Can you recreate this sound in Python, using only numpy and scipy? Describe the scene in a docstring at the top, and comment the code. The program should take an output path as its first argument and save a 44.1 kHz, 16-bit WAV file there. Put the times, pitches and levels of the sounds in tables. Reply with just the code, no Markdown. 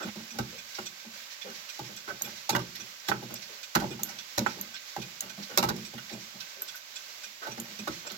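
"""First a steady hiss and the short scrape of an arm, with a quick clock ticking faintly across the room.
Then an old electric pendulum clock, close up: levers click on steel and knock the wooden backboard, the case
scuffs and booms, hollow tocks come through, a pawl snaps and pings, and an arm clacks on its stop and rattles.
Noisy contact forces or brief blows ring banks of resonances; the ping and the booms are decaying sines.
Two microphones hear it all, with three other clocks beating across the room and furthest works whispering."""
import sys
import numpy as np
from scipy import signal
from scipy.fft import rfft, irfft, next_fast_len
from scipy.io import wavfile
from scipy.ndimage import map_coordinates

SR = 44100
rng = np.random.default_rng(int(sys.argv[2]) if len(sys.argv) > 2 else 0)


def wrap_up_sound(samples):
    """Save the sound to the file named by the first command line argument, as 16-bit audio."""
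    columns = np.atleast_2d(samples).T
    # keep every value between -1 and 1, then stretch to whole-number steps
    tamed = np.clip(columns, -1, 1)
    steps = np.round(tamed * 32767).astype(np.int16)
    wavfile.write(sys.argv[1], SR, steps)


N = 360297
T = np.arange(SR // 3) / SR  # time within one sound (s)

# Room air and microphone hiss. Each row: frequency in Hz, relative density in dB.
HISS_SPECTRUM = [(25, -20), (100, -14), (260, -11.5), (450, -8), (590, 1.5), (700, -4.5), (1250, 1.5),
                 (1470, 0), (1550, 9), (1640, 1), (2150, 5.5), (2900, 3), (5700, 4), (7600, -1),
                 (8830, -12.5), (12500, -9.5), (15800, -8.5)]
# Balance of the hiss between the microphones. Each row: frequency in Hz, left minus right in dB.
HISS_BALANCE = [(60, 0), (200, -10), (400, -3.5), (1300, -7.5), (2400, -6.5), (4400, -10), (8100, -4.5),
                (15000, -2.5)]
# Balance of the contacts between the microphones. 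Each row: frequency in Hz, left minus right in dB.
CONTACT_BALANCE = [(130, -1.5), (230, -3), (420, 3.5), (1000, -5.5), (2000, -7), (4200, -11.5), (8500, -1),
                   (13000, -4.5)]
# Likeness of the two microphones. Each row: frequency in Hz, correlation from -1 to 1.
MIC_LIKENESS = [(60, 0.7), (200, 0.95), (420, 0.72), (750, 0.4), (1300, -0.35), (2400, 0.036),
                (4400, -0.056), (15000, -0.036)]
# Scrapes: the arm, and at 6.613 s and 6.74 s the pawl sliding on after its drops. Each row: start in seconds,
# level in dB, length in seconds, brightness in dB.
SCRAPES = [(0, -34, 0.05, 4.5), (2.074, -32, 0.045, 7.5), (6.613, -44, 0.02, 14), (6.74, -44.5, 0.019, 35),
           (7.414, -35, 0.059, 7), (8.047, -42, 0.038, 2.5)]
# Resonances of the scraping parts. Each row: frequency in Hz, width in Hz, level in dB.
SCRAPE_MODES = [(363, 66, -3), (556, 58, 0), (806, 360, -8.5), (1294, 72, -3), (1514, 30, 3), (2050, 200, -26)]
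# Ticks of the quick clock. Each row: frequency in Hz, width in Hz, level in dB.
QUICK_MODES = [(1525, 59, 10.5), (2438, 38, 16.5), (2640, 13, 9.5), (3433, 40, 15), (3630, 2000, 1.5),
               (5520, 340, 7), (5910, 53, 15.5), (7290, 160, 8), (7920, 65, 9)]
# Steel works heard from afar. Each row: frequency in Hz, width in Hz, level in dB.
FAR_MODES = [(1535, 63, 7.5), (2070, 570, 9.5), (4020, 1000, 7.5), (5700, 990, 11)]
# Ticks of the small clock. Each row: frequency in Hz, width in Hz, level in dB.
SMALL_MODES = [(1534, 13, 17), (3520, 77, 4), (5800, 710, 5)]
# Whispers of the furthest works. Each row: start in seconds, level in dB.
WHISPERS = [(0.68, -45), (1.3, -41), (1.54, -42.5), (1.73, -43), (1.839, -43), (2.28, -42.5), (2.35, -42),
            (2.586, -44), (4.485, -38.5), (4.869, -44), (6.19, -44.5), (7.09, -49), (7.91, -41)]
# Low booms of the back panel. Each row: start in seconds, level in dB, note in Hz, length in seconds.
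BUMPS = [(0.049, -34, 205.5, 0.066), (0.157, -41.5, 220, 0.11), (0.316, -48, 228, 0.09),
         (0.393, -37, 120, 0.056), (2.232, -48.5, 203, 0.058), (3.757, -27, 169, 0.055),
         (4.007, -43, 214, 0.071), (4.381, -33, 119.5, 0.065), (4.405, -37, 208, 0.055),
         (4.571, -41, 203, 0.087), (5.379, -41.5, 199, 0.083), (5.661, -34.5, 178, 0.064),
         (7.263, -66, 203, 0.12), (7.58, -40, 230, 0.071), (7.689, -50, 205, 0.1), (7.787, -41, 208, 0.1)]
# Resonances of the wooden case. Each row: frequency in Hz, width in Hz, level in dB.
CASE_MODES = [(53.6, 6.5, -8.5), (92.5, 21, -5), (123, 15.4, 1.5), (183, 28.7, 5.5), (211.7, 43.3, 4.5),
              (244.5, 24.7, 1), (281.7, 9.2, -5), (346.7, 67, 1.5), (502.5, 9.7, -7.5)]
# Resonances of the backboard. Each row: frequency in Hz, width in Hz, level in dB.
BOARD_MODES = [(574, 65, 11), (694, 72, 5), (770, 132, 7.5), (868, 87, 10), (944, 26, 5), (1172, 95, 3.5),
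               (1311, 29, 8.5), (1488, 61, 8), (1562, 36, 5.5), (1940, 300, -1), (2280, 74, -6),
               (2830, 110, -2.5)]
# What a light touch stirs in case and board. Each row: frequency in Hz, gain in dB.
LIGHT_TOUCH = [(80, -4), (125, -0.5), (170, -2.5), (220, 3), (300, -0.5), (420, -3), (600, 2.5),
               (1550, 0.5), (2100, -1), (3500, 8)]
# Lever contacts, and at 2.113 s and 7.469 s the scraping arm coming to rest. Each row: start in seconds, #
# steel click in dB, board knock in dB, case thud in dB, knock brightness in dB, time to the rebound in seconds.
CONTACTS = [(0.157, -51, -51, -46, -7, 0.0062), (0.386, -37, -35.5, -32.5, -6.5, 0.0067),
            (0.785, -50, -40.5, -41, 5, 0.0048), (1.7918, -45.5, -42, -40.5, -8.5, 0.0064),
            (2.077, -62, -54, -49, 14, 0.0089), (2.113, -60, -54, -49, -21, 0.018),
            (2.211, -51, -48, -54, 1, 0.0094), (2.492, -27, -31.5, -39, 0.5, 0.0051),
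            (2.503, -32, -47, -39.5, 0, 0.0086), (2.529, -52, -41, -30.5, -11, 0.011),
            (2.5497, -43, -29, -37, 1, 0.0045), (2.56, -37, -32, -38, -9, 0.0065),
            (2.591, -50, -45, -42.5, 5, 0.0058), (3.0844, -36, -34.5, -36.5, 7, 0.0044),
            (3.0919, -36.5, -36, -36, -17, 0.0044), (3.7506, -28, -28.5, -31.5, -2, 0.0027),
            (3.8, -49, -42, -39, 8, 0.0062), (3.819, -56, -38.5, -37.5, -12, 0.0059),
            (3.836, -60, -37, -36, -17, 0.014), (3.904, -51, -58, -38, -8, 0.019),
            (3.991, -55, -47, -55, -1, .012), (4.3776, -27, -30, -32.5, -9, 0.006),
            (4.963, -46.5, -37.5, -36.5, -2.5, 0.0064), (5.376, -64, -53, -70, -12, .012),
            (5.574, -21, -27.5, -29.5, -4, 0.005), (5.589, -33, -32, -34, -3, 0.0035),
            (5.626, -32.5, -31.5, -32, -6, 0.0027), (5.637, -36, -29.5, -44, -7, .005),
            (5.687, -31.5, -36.5, -36.5, 0, 0.0058), (5.699, -52, -36.5, -32, -2, 0.0066),
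            (5.762, -47, -59, -45, -8, .012), (7.469, -47, -41.5, -47, -11, 0.01),
            (7.575, -51, -45.5, -49, -2, 0.011), (7.873, -40, -34.5, -35.5, 2, 0.0078)]
# Resonances of the steel frame. Each row: frequency in Hz, width in Hz, level in dB.
FRAME_MODES = [(2340, 520, 7.5), (2700, 65, 9), (3870, 375, 13.5), (4650, 240, 13.5), (5410, 610, 12.5),
               (6660, 650, 13.5), (7500, 1660, 8), (11400, 400, -12), (10700, 930, -24), (13300, 1600, 2),
               (14400, 490, 6.5)]
# What the board radiates of a knock. Each row: frequency in Hz, gain in dB.
BOARD_RADIATION = [(450, -4.0), (800, 3.0), (1250, 5.5), (1600, 5.5), (2300, 1.0), (5000, 11)]
# Soft scuffs of the case. Each row: start in seconds, board level in dB, case level in dB, length in seconds.
SCUFFS = [(0.335, -53, -46.5, 0.05), (1.037, -56, -49, 0.041), (1.449, -46.5, -50, 0.089),
          (1.864, -54.5, -47.5, 0.063), (2.758, -61, -49.5, 0.089), (3.21, -47.5, -40, 0.041),
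          (3.282, -45, -43, 0.067), (3.801, -45, -41, 0.06), (3.91, -47.5, -47, 0.04),
          (4.548, -50, -44.5, 0.054), (5.486, -42.5, -47, 0.081), (5.65, -49, -42, .055),
          (5.748, -59, -42, 0.066), (5.926, -58, -41, 0.035), (5.973, -43.5, -55.5, 0.027),
          (6.089, -50.5, -38.5, 0.083), (6.329, -57, -50.5, 0.043), (7.438, -42.5, -41.5, 0.082),
          (8.086, -44.5, -46.5, 0.066)]
# Soft hollow tocks. Each row: start in seconds, level in dB.
TOCKS = [(0.516, -48.5), (1.439, -39.5), (3.485, -50.5), (5.485, -45), (6.55, -51.5), (7.073, -64)]
# Resonances of the tocks. Each row: frequency in Hz, width in Hz, level in dB.
HOLLOW_MODES = [(193, 13, -6.5), (396, 34, -1.5), (509, 180, 2), (530, 87, 5.5)]
# Pawl drops. Each row: start in seconds, snap in dB, ring in dB, freedom to ring from 0 to 1.
PAWL_DROPS = [(1.964, -49, -51, 0.4), (2.2202, -31, -35.5, 0.87), (2.757, -64, -38, 0.1),
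              (3.3407, -44, -32.5, 0.14), (4.0329, -31.5, -33, 0.5), (4.6118, -41.5, -28, 0.2),
              (5.206, -31, -39, 1), (6.62, -51, -30, 0.34), (6.756, -61, -46, 0.6), (7.599, -38, -41, 0.8),
              (8.118, -47, -51, .8)]
# Resonances of the pawl's snap. Each row: frequency in Hz, width in Hz, level in dB.
SNAP_MODES = [(4370, 4600, 3), (6150, 540, 19), (6670, 580, 23.5), (8100, 1900, 10.5), (9470, 110, 23),
              (14700, 400, -14), (15300, 600, 5)]
# Partials of the pawl's ring. Each entry: frequency in Hz.
RING_HZ = [7600, 9000, 12398, 13622, 13847]
# Strength of those partials, in the same order. Each row: level in dB, t60 in seconds when free.
RING_PARTIALS = [(-11, 0.1), (-1, 0.12), (-5.5, 0.26), (-1, 0.076), (5, 0.063)]
# The arm falls on its stop. Each row: start in seconds, clack peak in dB, case thud in dB.
CLACKS = [(3.1156, -9, -35.5), (3.7613, -8, -32.5), (4.4626, -8.5, -39)]
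# Resonances of the stop. Each row: frequency in Hz, width in Hz, level in dB.
STOP_MODES = [(376, 70, -4.5), (607, 28, 2), (800, 67, 6.5), (930, 41, -5), (1130, 37, -11),
              (1270, 630, 1.5), (1310, 43, 9.5), (1485, 62, 9), (2100, 81, 2)]
# Colour of the rattling taps. Each row: frequency in Hz, gain in dB.
RATTLE_COLOUR = [(1700, -9.0), (6000, -1)]
# How long the room lingers. Each row: frequency in Hz, t60 in seconds.
ROOM_T60 = [(100, 0.66), (230, 0.48), (400, 0.35), (1500, 0.2), (6000, 0.14), (14000, 0.15)]
# Colour of the treble. Each row: frequency in Hz, gain in dB.
TREBLE_COLOUR = [(7600, -0.5), (8800, -10.0), (10000, -3.5), (11500, 3.0)]

HISS_DB, HISS_WAVER_DB = -45, 1
SCRAPE_GROWTH_DB = 1.5  # from the start of a scrape to its end
# first tick (s) and beat (s) of the three clocks across the room
QUICK_BEAT, SLOW_BEAT, SMALL_BEAT = (.025, .2772), (.074, .6685), (.5, .4995)
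QUICK_DB, SLOW_DB, SMALL_DB = -40, -42.5, -53
TICK_SCATTER_DB, TICK_COLOUR_DB = 2.1, 3.5  # from tick to tick: its level, and each resonance
BOOM_WANDER_DB = 2.2  # drives the phase of the boom, 0.115 rad for each dB
BOOM_CASE_DB, BOOM_BOARD_DB = -2.5, -10.5  # case and board against the panel
REBOUND_DB = -11.5  # a lever's second touch against its first
SCUFF_BRIGHT_DB, BRIGHT_PER_DB = 3.5, 1.4  # a scuff is brighter the more of it goes into the board
CASE_LAG = .3  # the heavy case gives way after the board, as a share of the scuff's length
PAWL_CLICK_DB = -17  # the bare click of the tip against the snap
# the slide after each drop: delay, levels against the snap, length
SLIDE_S, SLIDE_BOARD_DB, SLIDE_CASE_DB, SLIDE_LENGTH_S = .008, -13, -16, 0.18
BOUNCE_S, BOUNCE_DB = 0.0059, -5  # the arm's single bounce
STOP_CONTACT_S, STOP_GRIT_DB = 0.00052, -30  # length of the blow; grit of the metal faces
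STOP_LEFT_DB, STOP_LEFT_LAG_S = -12.5, 0.00311  # the left microphone hears it by way of the backboard
RATTLE_S, RATTLE_DB, RATTLE_FALL_DB_PER_S = 0.11, -36, 95  # length, level against the clack, decay
ROOM_DB = -6.5  # the room's answer against the direct sound
TOP_HZ = 15900  # nothing is heard above


def amp(db):
    """Decibels to gain."""
    return 10 ** (np.asarray(db) / 20)


def along(points, hz):
    """(Hz, value) points read on a log frequency axis."""
    f, v = np.transpose(points)
    return np.interp(np.log(hz + 1), np.log(f + 1), v)


def fade(t, t60):
    """Exponential decay, 60 dB down at t60."""
    return np.exp(-np.log(1000) * t / t60)


def filtered(x, response):
    """x times a complex response of frequency."""
    n = x.shape[-1]
    m = next_fast_len(n + SR // 8)
    spectrum = rfft(x, m) * response(np.fft.rfftfreq(m, 1 / SR))
    return irfft(spectrum, m)[..., :n]


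def resonate(x, modes):
    """x through a body's (Hz, width, dB) resonances, neighbours in opposite polarity."""
    def body(f):
        return sum((-1) ** k * amp(db) * 1j * f * width / (hz * hz - f * f + 1j * f * width)
                   for k, (hz, width, db) in enumerate(modes))

    return filtered(x, body)


def ports(x, tilt):
    """Two unrelated signals as two microphones hear them: most alike in the bass, balanced by tilt."""
    def angle(hz):
        return np.arccos(np.clip(along(MIC_LIKENESS, hz), -1, 1)) / 2

    mid = filtered(x[..., :1, :], lambda hz: np.cos(angle(hz)))
    side = filtered(x[..., 1:, :], lambda hz: np.sin(angle(hz)))
    both = np.concatenate([mid + side, mid - side], axis=-2)
    return filtered(both, lambda hz: amp(np.outer([1, -1], along(tilt, hz)) / 2))


def strike(force, modes, bright_db=0):
    """One stereo sound per row of force: rough contact rings the body, with the energy of 20 ms at 0 dB."""
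    chatter = rng.standard_normal((len(force), 2, len(T))) * force[:, None]

    def hardness(hz):
        # a harder contact favours the resonances above 1.1 kHz
        return amp(np.reshape(bright_db, (-1, 1, 1)) * np.tanh((hz - 1100) / 250) / 2)

    sound = resonate(filtered(ports(chatter, CONTACT_BALANCE), hardness), modes)
    energy = np.sum(sound ** 2, axis=(1, 2), keepdims=True) / 2
    return sound / np.sqrt(energy / (.02 * SR))


def blows(times, rise, t60):
    """The same force envelope for each of the times; rise and t60 in seconds."""
    return np.tile((1 - np.exp(-T / rise)) * fade(T, t60), (len(times), 1))


def place(times, levels_db, sounds):
    """Lay stereo sounds out in time."""
    track = np.zeros((2, N + SR))
    for s, db, sound in zip(times, levels_db, sounds):
        start = int(np.clip(s * SR, 0, N))
        track[:, start:start + len(T)] += amp(db) * sound
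    return track[:, :N]


def uneven(force, rate, depth_db):
    """Surfaces catch and slip: the force wanders between random levels, rate of them a second."""
    knots = rng.standard_normal((len(force), len(T) // 20))
    wander = np.array([np.interp(T * rate, np.arange(len(k)), k) for k in knots])
    return force * amp(depth_db * wander)


def varied(modes, count, level_db, spread=0):
    """Each blow lands elsewhere: count copies of the resonances, shifted in level and pitch."""
    chance = rng.standard_normal((count, len(modes), 2, 1, 1))
    return [(hz * (1 + spread * chance[:, k, 0]), width, db + level_db * chance[:, k, 1])
            for k, (hz, width, db) in enumerate(modes)]


def rub(s, db, length, modes, bright_db=0, swell=0.84):
    """Slow rubbing contacts swell and fade in a body, with no click; a higher swell peaks later."""
    u = T / np.clip(length * np.ones(len(s)), .01, .2)[:, None]
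    force = uneven(u ** swell * np.exp(-5 * u), rate=145.4, depth_db=5.5)
    rubbed = place(s, db, strike(force, modes, bright_db))
    return filtered(rubbed, lambda hz: amp(along(LIGHT_TOUCH, hz)))


def hiss():
    """Room air and microphone hiss: shaped noise whose level wavers slightly."""
    noise = ports(rng.standard_normal((2, N)), HISS_BALANCE)
    air = filtered(noise, lambda hz: amp(along(HISS_SPECTRUM, hz)))
    # a smooth curve through one random level every 4000 samples
    waver = map_coordinates(rng.standard_normal(N // 4000 + 2), [np.arange(N) / 4000])
    return amp(HISS_DB + HISS_WAVER_DB * waver) * air / np.std(air)


def scrapes():
    """The arm, or the pawl after a drop, drags with slightly uneven pressure, a little harder towards the end,
    then lets go."""
    s, db, length, bright_db = np.transpose(SCRAPES)
    u = T / np.clip(length, .01, .2)[:, None]
    growth = amp(SCRAPE_GROWTH_DB * np.minimum(u, 1))
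    pressure = growth * np.clip(12 * u, 0, 1) * np.clip(6 * (1 - u), 0, 1)
    return place(s, db, strike(uneven(pressure, rate=422, depth_db=0.5), SCRAPE_MODES, bright_db))


def ticking(beat, db, modes, rise, t60):
    """A clock keeps its beat; each tick has its own colour, and distance smears it."""
    first, period = beat
    s = np.arange(first, N / SR, period)
    ticks = strike(blows(s, rise, t60), varied(modes, len(s), TICK_COLOUR_DB))
    return place(s, db + TICK_SCATTER_DB * rng.standard_normal(len(s)), ticks)


def other_clocks():
    """Three clocks tick at their own rates; the furthest works only whisper now and then."""
    quick = ticking(QUICK_BEAT, QUICK_DB, QUICK_MODES, rise=0.007, t60=0.08)
    slow = ticking(SLOW_BEAT, SLOW_DB, FAR_MODES, rise=.02, t60=0.094)
    small = ticking(SMALL_BEAT, SMALL_DB, SMALL_MODES, rise=0.011, t60=0.035)
    s, db = np.transpose(WHISPERS)
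    whispers = place(s, db, strike(blows(s, rise=0.04, t60=0.18), FAR_MODES))
    return amp([[-1], [1]]) * (quick + slow + small + whispers)  # left and right, dB


def bumps():
    """A soft push sets the back panel booming on an unsteady note; the case and board shake with it."""
    s, db, hz, length = np.transpose(BUMPS)
    u = T / length[:, None]
    swell = u ** 0.95 * np.exp(-3.9 * u)
    phase_wander = np.log(uneven(np.ones_like(u), rate=73, depth_db=BOOM_WANDER_DB))
    boom = np.sin(2 * np.pi * hz[:, None] * T + phase_wander) * swell / swell.max()
    panel = amp([[-1], [1]]) * place(s, db, uneven(boom, rate=139, depth_db=3.5))
    case = rub(s, db + BOOM_CASE_DB, 0.98 * length, CASE_MODES)
    board = rub(s, db + BOOM_BOARD_DB, length, BOARD_MODES, bright_db=3)
    return panel + case + board


def levers():
    """Levers, and the arm as it comes to rest: the board's knock rises fastest, the steel click next, the heavy
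    case last; each contact rebounds once."""
    s, click_db, knock_db, thud_db, bright_db, rebound = np.transpose(CONTACTS)
    board = varied(BOARD_MODES, len(s), level_db=5, spread=0.0033)

    def touch(at):
        """One touch of every lever."""
        click_force = uneven(blows(at, rise=0.00093, t60=0.05), rate=640, depth_db=5.5)
        knock_force = uneven(blows(at, rise=0.00026, t60=0.046), rate=425, depth_db=5)
        thud_force = uneven(blows(at, rise=0.0017, t60=0.13), rate=86, depth_db=5.5)
        click = place(at, click_db, strike(click_force, FRAME_MODES))
        knock = place(at, knock_db, strike(knock_force, board, bright_db))
        thud = place(at, thud_db, strike(thud_force, CASE_MODES))
        return click + filtered(knock, lambda hz: amp(along(BOARD_RADIATION, hz))) + thud

    return touch(s) + amp(REBOUND_DB) * touch(s + rebound)


def scuffs():
    """The swinging pendulum rubs the board in a swell that fades, and nudges the case just after."""
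    s, board_db, case_db, length = np.transpose(SCUFFS)
    bright_db = SCUFF_BRIGHT_DB + BRIGHT_PER_DB * (board_db - case_db)
    board = rub(s, board_db, length, BOARD_MODES, bright_db, swell=2.16)
    return board + rub(s + CASE_LAG * length, case_db, length, CASE_MODES)


def tocks():
    """Dull, hollow taps: a slowly rising rough force rings a few low resonances."""
    s, db = np.transpose(TOCKS)
    return place(s, db, strike(blows(s, rise=0.055, t60=0.16), HOLLOW_MODES))


def pawl():
    """The pawl clicks on to a tooth and rings very high, the shorter the harder it is pressed down."""
    s, snap_db, ring_db, free = np.transpose(PAWL_DROPS)
    snap = place(s, snap_db, strike(blows(s, rise=0.0023, t60=0.01), SNAP_MODES))
    tip = strike(blows(s, rise=0.00048, t60=0.0036), [(11000, 11000, 0)])
    click = place(s, snap_db + PAWL_CLICK_DB, tip)
    # each drop and microphone gets its own level and phase for every partial
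    chance = rng.standard_normal((len(s), len(RING_PARTIALS), 2, 2, 1))
    free = np.clip(free, .1, 1)[:, None, None]
    ring = 0
    for k, (hz, (db, t60)) in enumerate(zip(RING_HZ, RING_PARTIALS)):
        level = amp(db + 2.1 * chance[:, k, 0])
        ring = ring + level * fade(T, t60 * free) * np.sin(2 * np.pi * (hz * T + chance[:, k, 1]))
    ping = place(s, ring_db, ring * (1 - np.exp(-T / 0.00035)))
    return snap + click + amp([[-3], [2.5]]) * ping  # the ping leans to the right


def slides():
    """After each drop the pawl slides along the next tooth, the louder the harder it dropped."""
    s, snap_db, _, _ = np.transpose(PAWL_DROPS)
    board = rub(s + SLIDE_S, snap_db + SLIDE_BOARD_DB, SLIDE_LENGTH_S, BOARD_MODES, bright_db=6)
    return board + rub(s + SLIDE_S, snap_db + SLIDE_CASE_DB, SLIDE_LENGTH_S, CASE_MODES)


def clacks():
    """The arm lands on its stop with one clean, hard crack, bounces once and shakes the case."""
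    s, clack_db, thud_db = np.transpose(CLACKS)
    blow = np.sin(np.pi * np.minimum(T / STOP_CONTACT_S, 1)) ** 2
    ring = resonate(blow, STOP_MODES)

    def paths(hz):
        """Left by way of the backboard, right direct."""
        left = amp(STOP_LEFT_DB) * np.exp(-2j * np.pi * hz * STOP_LEFT_LAG_S)
        return np.array([left, np.ones(len(hz))])

    heard = filtered(ring / np.abs(ring).max(), paths)
    crack = place(s, clack_db, [heard] * len(s))
    bounce = amp(BOUNCE_DB) * place(s + BOUNCE_S, clack_db, [heard] * len(s))
    grit = place(s, clack_db + STOP_GRIT_DB, strike(blows(s, rise=0.00034, t60=0.084), [(2330, 680, 0)]))
    thud = place(s, thud_db, strike(blows(s, rise=0.0046, t60=0.15), CASE_MODES))
    return crack + bounce + grit + thud


def rattles(count=7):
    """After each clack the loose links chatter on in a few dull taps that weaken on the whole."""
    s, clack_db, _ = np.transpose(CLACKS)
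    jitter = rng.uniform(-0.49, 0.418, (len(s), count))
    age = RATTLE_S * (np.arange(count) + 1 + jitter) / count
    db = clack_db[:, None] + RATTLE_DB - RATTLE_FALL_DB_PER_S * age
    db = db + 3.1 * rng.standard_normal(age.shape)
    at = (s[:, None] + age).ravel()
    taps = place(at, db.ravel(), strike(blows(at, rise=0.00041, t60=0.011), STOP_MODES, bright_db=-15))
    return filtered(taps, lambda hz: amp(along(RATTLE_COLOUR, hz)))


def room(x):
    """The room's answer: x through a tail of noise in which the bass lingers longest."""
    hz, t, z = signal.stft(rng.standard_normal((2, len(T))), SR, nperseg=256)
    tail = signal.istft(z * fade(t, along(ROOM_T60, hz)[:, None]), SR, nperseg=256)[1]
    onset = 1 - np.exp(-np.arange(tail.shape[1]) / SR / 0.0023)
    tail = ports(tail * onset, CONTACT_BALANCE)
    return signal.fftconvolve(x.mean(axis=0)[None], tail / np.linalg.norm(tail), axes=1)[:, :N]


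def scene():
    """The near movement and its room answer, with booms, tocks, the other clocks and hiss."""
    movement = scrapes() + levers() + scuffs() + pawl() + slides() + clacks() + rattles()
    return hiss() + movement + amp(ROOM_DB) * room(movement) + other_clocks() + bumps() + tocks()


def record(dry):
    """The sound is thinner near 9 kHz, and nothing is heard above the band limit."""
    return filtered(dry, lambda hz: amp(along(TREBLE_COLOUR, hz)) * (hz < TOP_HZ))


dry = scene()
out = record(dry)
wrap_up_sound(out)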